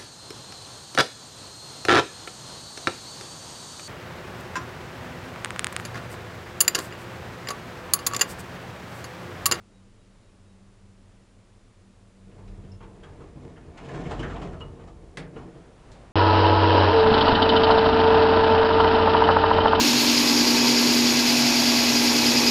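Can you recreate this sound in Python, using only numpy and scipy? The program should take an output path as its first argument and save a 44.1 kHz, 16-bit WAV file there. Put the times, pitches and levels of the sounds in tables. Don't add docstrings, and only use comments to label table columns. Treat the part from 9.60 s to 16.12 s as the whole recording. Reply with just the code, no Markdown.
import sys
import numpy as np
from scipy import signal
from scipy.fft import rfft, irfft, next_fast_len
from scipy.io import wavfile
from scipy.ndimage import map_coordinates

SR = 44100
rng = np.random.default_rng(int(sys.argv[2]) if len(sys.argv) > 2 else 0)


def put_to_file(sound):
    columns = np.atleast_2d(sound).T
    safe = np.clip(columns, -1, 1)
    whole_steps = np.round(safe * 32767)
    wavfile.write(sys.argv[1], SR, whole_steps.astype(np.int16))


N = 287532
TIME = np.arange(N) / SR

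# f/Hz, relative level/dB
RATTLE_SPECTRUM = [(300, -47.5), (700, 5.5), (1100, -2), (1800, -5.5), (2300, -8.5), (2900, -9.5),
                   (4000, -16), (7500, -22), (11000, -48)]
# f/Hz, relative level/dB
EDGE_SPECTRUM = [(2000, -11), (4000, 0.5), (5700, -4.5), (7300, -3), (9000, -13.5), (11000, -18)]


def moving_doors():
    # t/s, speed/dB re fastest
    door_speed = [(2.55, -21.5), (2.78, -14), (3.05, -13.5), (3.35, -13.5), (3.7, -10.5), (4.13, -9.5),
                  (4.35, -2), (4.68, -0.1), (5.12, -8), (5.55, -12.5)]
    # f/Hz, relative level/dB
    sway_spectrum = [(18, -28), (40, -1.5), (90, -1.5), (130, -8), (250, -61)]
    roller_spectrum = [(70, -49), (135, 3.5), (230, 1.5), (400, -2), (600, -4.5), (900, -13.5),
                       (1600, -38.5), (4000, -44)]
    speed_db, = curves(door_speed)
    running = np.interp(TIME, [2.5, 2.65, 5.55, 5.75], [0, 1, 1, 0])
    inner = running * amp(speed_db + 2.13 * wobble(13))
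    shove_s, rise_s, slowing_db_per_s = 5.78, 0.078, 48.5
    shove = np.clip((TIME - shove_s) / rise_s + 1, 0, 1)
    outer = shove * amp(-4.5 - slowing_db_per_s * np.maximum(TIME - shove_s, 0))
    rocking = np.interp(TIME - .2, TIME, inner) + 0.28 * outer
    sway = amp(-39) * rocking ** 0.84 * in_cabin(rng.standard_normal(N), sway_spectrum)
    rollers = in_cabin(bumps(rate=1000, spread_db=-1), roller_spectrum)
    drumming = amp(-36) * (inner + outer) ** 1.234 * rollers
    contacts = in_cabin(bumps(rate=200, spread_db=10.5), RATTLE_SPECTRUM)
    chatter = unit(sum(loose_fitting() for _ in range(5))) + amp(-11) * contacts
    coasting = amp(-6 * np.maximum(TIME - 4.78, 0))
    shaking = coasting * inner ** 1.44 + 0.9 * outer ** 1.44
    return sway + drumming + amp(-44.5) * shaking * chatter


def loose_fitting():
    taps = bumps(rate=70, spread_db=-3) * amp(1.91 * wobble(9))
    body = own_modes(ring(RATTLE_SPECTRUM), depth_db=3.5)
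    return unit(signal.fftconvolve(taps, body)[:N])


def knocks():
    # t/s, level/dB, f/Hz, thud/dB, edge/dB (all levels relative)
    blows = [(2.709, -55, 2700, -9.5, -20), (2.78, -46, 940, -16, -22), (2.873, -51.5, 2540, -14.5, -7.5),
             (3.035, -51.5, 2770, 12, -17), (3.203, -40, 880, -3, -29), (3.224, -38.5, 910, -1, -22),
             (3.431, -39.5, 1600, -13, -16.5), (3.602, -43, 1170, 6, -24), (3.758, -48, 890, 13, -27),
             (3.96, -43.5, 1490, 4.5, -20.5), (4.172, -37, 2230, -13, -12), (4.241, -47, 3160, -4, -6),
             (4.284, -37, 2000, -8, -14), (4.34, -35.5, 1680, 7.5, -17.5), (4.451, -34.5, 2200, -22, -26),
             (4.507, -23, 806, -6, -19.5), (4.591, -29.5, 3000, 5, -14.5), (4.625, -24.5, 1590, -2, -23),
             (4.696, -30.5, 1450, -13.5, -27), (4.755, -31, 690, -14.5, -36), (4.814, -31.5, 650, 4, -16.5),
             (4.929, -37, 1140, -18, -26), (4.999, -35.5, 1112, 0, -17.5), (5.19, -44, 1150, -12, -35.5),
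             (5.273, -44, 745, -6, -14), (5.76, -34.5, 850, 0.5, -29), (5.95, -45.5, 920, 7.5, -30)]
    # f/Hz, relative level/dB
    sheet_spectrum = [(250, -29), (750, 1), (1300, 3), (1900, -2), (2300, -4), (3100, -2), (4000, -18),
                      (7000, -48.5)]
    thud_spectrum = [(60, -15), (150, 1), (450, -6), (800, -14), (2000, -68)]
    track, t = np.zeros(N), np.arange(SR // 2) / SR
    contact = (1 - np.exp(-t / .0045)) * (1 + .6 / (1 + (t / .028) ** 4))
    grid_hz = np.geomspace(100, 10000, 60)
    boost_db, half_width_octaves = 10, 0.35
    for s, db, hz, thud_db, edge_db in blows:
        resonance_db = boost_db / (1 + (np.log2(grid_hz / hz) / half_width_octaves) ** 2)
        part = ring(np.column_stack([grid_hz, along(sheet_spectrum, grid_hz) + resonance_db]))
        steel = own_modes(part + amp(edge_db + 5) * ring(EDGE_SPECTRUM), depth_db=2.5)
        thud = amp(thud_db + 2.5) * ring(thud_spectrum)
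        add(track, s, amp(db - 12.5) * contact * (steel + thud))
    return track


def pings():
    # t/s, f/Hz, level/dB
    strikes = [(3.118, 5222, -54), (3.118, 2778, -62), (3.435, 3280, -55.5), (4.965, 650, -44),
               (5.007, 2890, -41.5), (5.765, 453, -38.5), (5.8, 327, -38)]
    track, t = np.zeros(N), np.arange(SR // 2) / SR

    def scatter(rate):
        knots = rng.standard_normal((2, 512))
        return [1, 1j] @ np.array([map_coordinates(row, [t * rate], mode="mirror") for row in knots])

    for s, hz, db in strikes:
        t60 = 0.243 * (hz / 1000) ** -0.24
        blur = .7 + .5 * scatter(.045 * hz)
        roughness = .7 * np.exp(-t / .012) * scatter(.16 * hz)
        envelope = amp(db - 60 * t / t60) * (1 - np.exp(-t / 0.001))
        add(track, s, envelope * np.real((blur + roughness) * np.exp(2j * np.pi * hz * t)))
    return track


def outer_door_catch():
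    # t/s, snap/dB, leaf/dB, edge/dB (all levels relative)
    clacks = [(5.572, -34, -8, -70), (6.317, -59.5, -28, -60.5)]
    # f/Hz, relative level/dB
    catch_spectrum = [(100, -13), (350, 3), (600, 3.5), (1100, -5), (1500, 2.5), (2000, 3.5), (2600, -2.5),
                      (4500, -6.5), (6000, -13.5), (9000, -12.5), (12000, -22.5)]
    # f/Hz, relative level/dB, t60/s
    leaf_modes = [(150.3, -36.5, 0.56), (175.4, -40, 0.95), (276.2, -45.5, 1)]
    track, t = np.zeros(N), np.arange(SR // 2) / SR
    leaf = sum(amp(db - 60 * t / t60) * np.sin(2 * np.pi * hz * t) for hz, db, t60 in leaf_modes)
    leaf *= 1 - np.exp(-t / 0.0044)
    direct = 1.58 + np.exp(-t / 0.0038)
    for s, snap_db, leaf_db, edge_db in clacks:
        snap = amp(snap_db - 5.5) * ring(catch_spectrum) + amp(edge_db) * ring(EDGE_SPECTRUM)
        add(track, s, direct * snap + amp(leaf_db + 10) * leaf)
    return track


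def winding_motor():
    # f/Hz, relative level/dB, unsteadiness/0-1
    hum_tones = [(35.6, -59, 0.58), (95.7, -61, 0.95), (111.8, -63, 0.57), (193, -60.5, 0.66)]
    # t/s, relative level/dB
    hum_level = [(0, -4.5), (.7, -6.5), (1.2, -0.5), (1.7, -6.5), (2.5, -2), (3.1, 6), (3.4, -1),
                 (4.0, -37)]
    level_db, = curves(hum_level)
    hum = np.zeros(N)
    for hz, db, unsteadiness in hum_tones:
        waver = 1 + unsteadiness * (wobble(12) + 1j * wobble(14))
        hum += amp(db) * np.real(waver * np.exp(2j * np.pi * hz * TIME))
    return amp(level_db + 4) * hum


def arriving_car():
    # t/s, level/dB
    squeaks = [(.16, -70), (.41, -73), (.68, -75), (.9, -72)]
    rubbing = sum(amp(db) * np.exp(-((TIME - s) / 0.031) ** 2) for s, db in squeaks)
    squeak = rubbing * np.sin(2 * np.pi * 3850 * TIME + 0.55 * wobble(90.8))
    bounce = amp(-39) * np.exp(-((TIME - 2.9) / 0.1) ** 2) * np.sin(2 * np.pi * 38 * TIME)
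    return squeak + bounce


def room_tone():
    # f/Hz, relative level/dB
    shaft_spectrum = [(12, -49), (20, 8.5), (64, -7.5), (104, -0.5), (147, -12.5), (197, -4.5), (257, -8.5),
                      (585, -14), (705, -18.5), (1270, -20.5), (1480, -23), (6080, -31), (7320, -32),
                      (10100, -33.5), (11500, -34), (15000, -86.5), (22000, -120)]
    stairwell_spectrum = [(18, -33.5), (30, -5.5), (52, 2.5), (70, -14.5), (104, -1.5), (205, -10.5),
                          (456, -11), (657, -13), (10000, -45), (13000, -68.5), (22000, -120)]
    shaft = amp(-56 + 0.29 * wobble(5.11)) * hiss(shaft_spectrum)
    whine = amp(-81) * np.sin(2 * np.pi * 7138 * TIME + .3 * wobble(22))
    opening = np.clip((TIME - 5.6) / .5, 0, 1)
    return shaft + whine + opening * amp(-51 + wobble(10)) * hiss(stairwell_spectrum)


def in_cabin(x, spectrum):
    # f/Hz, width/Hz, boost/dB
    resonances = [(44.6, 26, 13), (85.4, 16.5, 13.5), (136.5, 33.7, 8.5), (176.07, 11, 7.5), (252, 3.5, 12),
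                  (326.7, 39, 7.5), (398.7, 34, 8), (466.5, 30, 11), (605.2, 38, 4), (691, 15, 4.5),
                  (894, 26, 6), (1070, 92, 3.5), (1230, 46, 1)]
    boost_db = lambda hz: sum(db / (1 + (2 * (hz - f) / width) ** 2) for f, width, db in resonances)
    return unit(filtered(x, lambda hz: amp(along(spectrum, hz) + boost_db(hz))))


def ring(spectrum):
    # f/Hz, t60/s
    ring_times = [(60, 0.53), (200, 0.955), (600, 0.598), (1500, 0.337), (3500, 0.23), (9000, 0.14)]
    hz, t, bands = signal.stft(in_cabin(rng.standard_normal(SR // 2), spectrum), SR, nperseg=256)
    decay = amp(-60 * t / along(ring_times, hz)[:, None])
    return signal.istft(bands * decay, SR, nperseg=256)[1][:SR // 2]


def own_modes(x, depth_db, spacing_hz=110):
    ripple = rng.standard_normal(1024)
    return filtered(x, lambda hz: amp(depth_db * map_coordinates(ripple, [hz / spacing_hz])))


def bumps(rate, spread_db):
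    hits = (rng.random(N) < rate / SR) * rng.choice([-1, 1], N)
    return unit(hits * amp(spread_db * np.clip(rng.standard_normal(N), -2, 2)))


def hiss(spectrum):
    return unit(filtered(rng.standard_normal(N), lambda hz: amp(along(spectrum, hz))))


def wobble(rate):
    return map_coordinates(rng.standard_normal(int(N * rate / SR) + 4), [TIME * rate])


def filtered(x, response):
    m = next_fast_len(len(x) + SR // 4)
    return irfft(rfft(x, m) * response(np.fft.rfftfreq(m, 1 / SR)), m)[:len(x)]


def along(points, hz):
    f, v = np.transpose(points)
    return np.interp(np.log(hz + 1), np.log(f + 1), v)


def curves(rows):
    s, *cols = np.transpose(rows)
    return [np.interp(TIME, s, c) for c in cols]


def amp(db):
    return 10 ** (np.asarray(db) / 20)


def unit(x):
    return x / np.sqrt(np.mean(x ** 2) + 1e-20)


def add(track, s, sound):
    part = track[max(0, round(s * SR)):][:len(sound)]
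    part += sound[:len(part)]


def scene():
    background = winding_motor() + arriving_car() + room_tone()
    return (background + moving_doors() + knocks() + pings() + outer_door_catch())[None]


def record(dry):
    # f/Hz, level/dB
    mic_response = [(10000, -0.5), (10400, -3), (11000, -16.5), (12000, -14.5)]
    cutoff_hz = 11951
    return np.array([filtered(x, lambda hz: amp(along(mic_response, hz)) * (hz < cutoff_hz)) for x in dry])


dry = scene()
out = record(dry)
put_to_file(out)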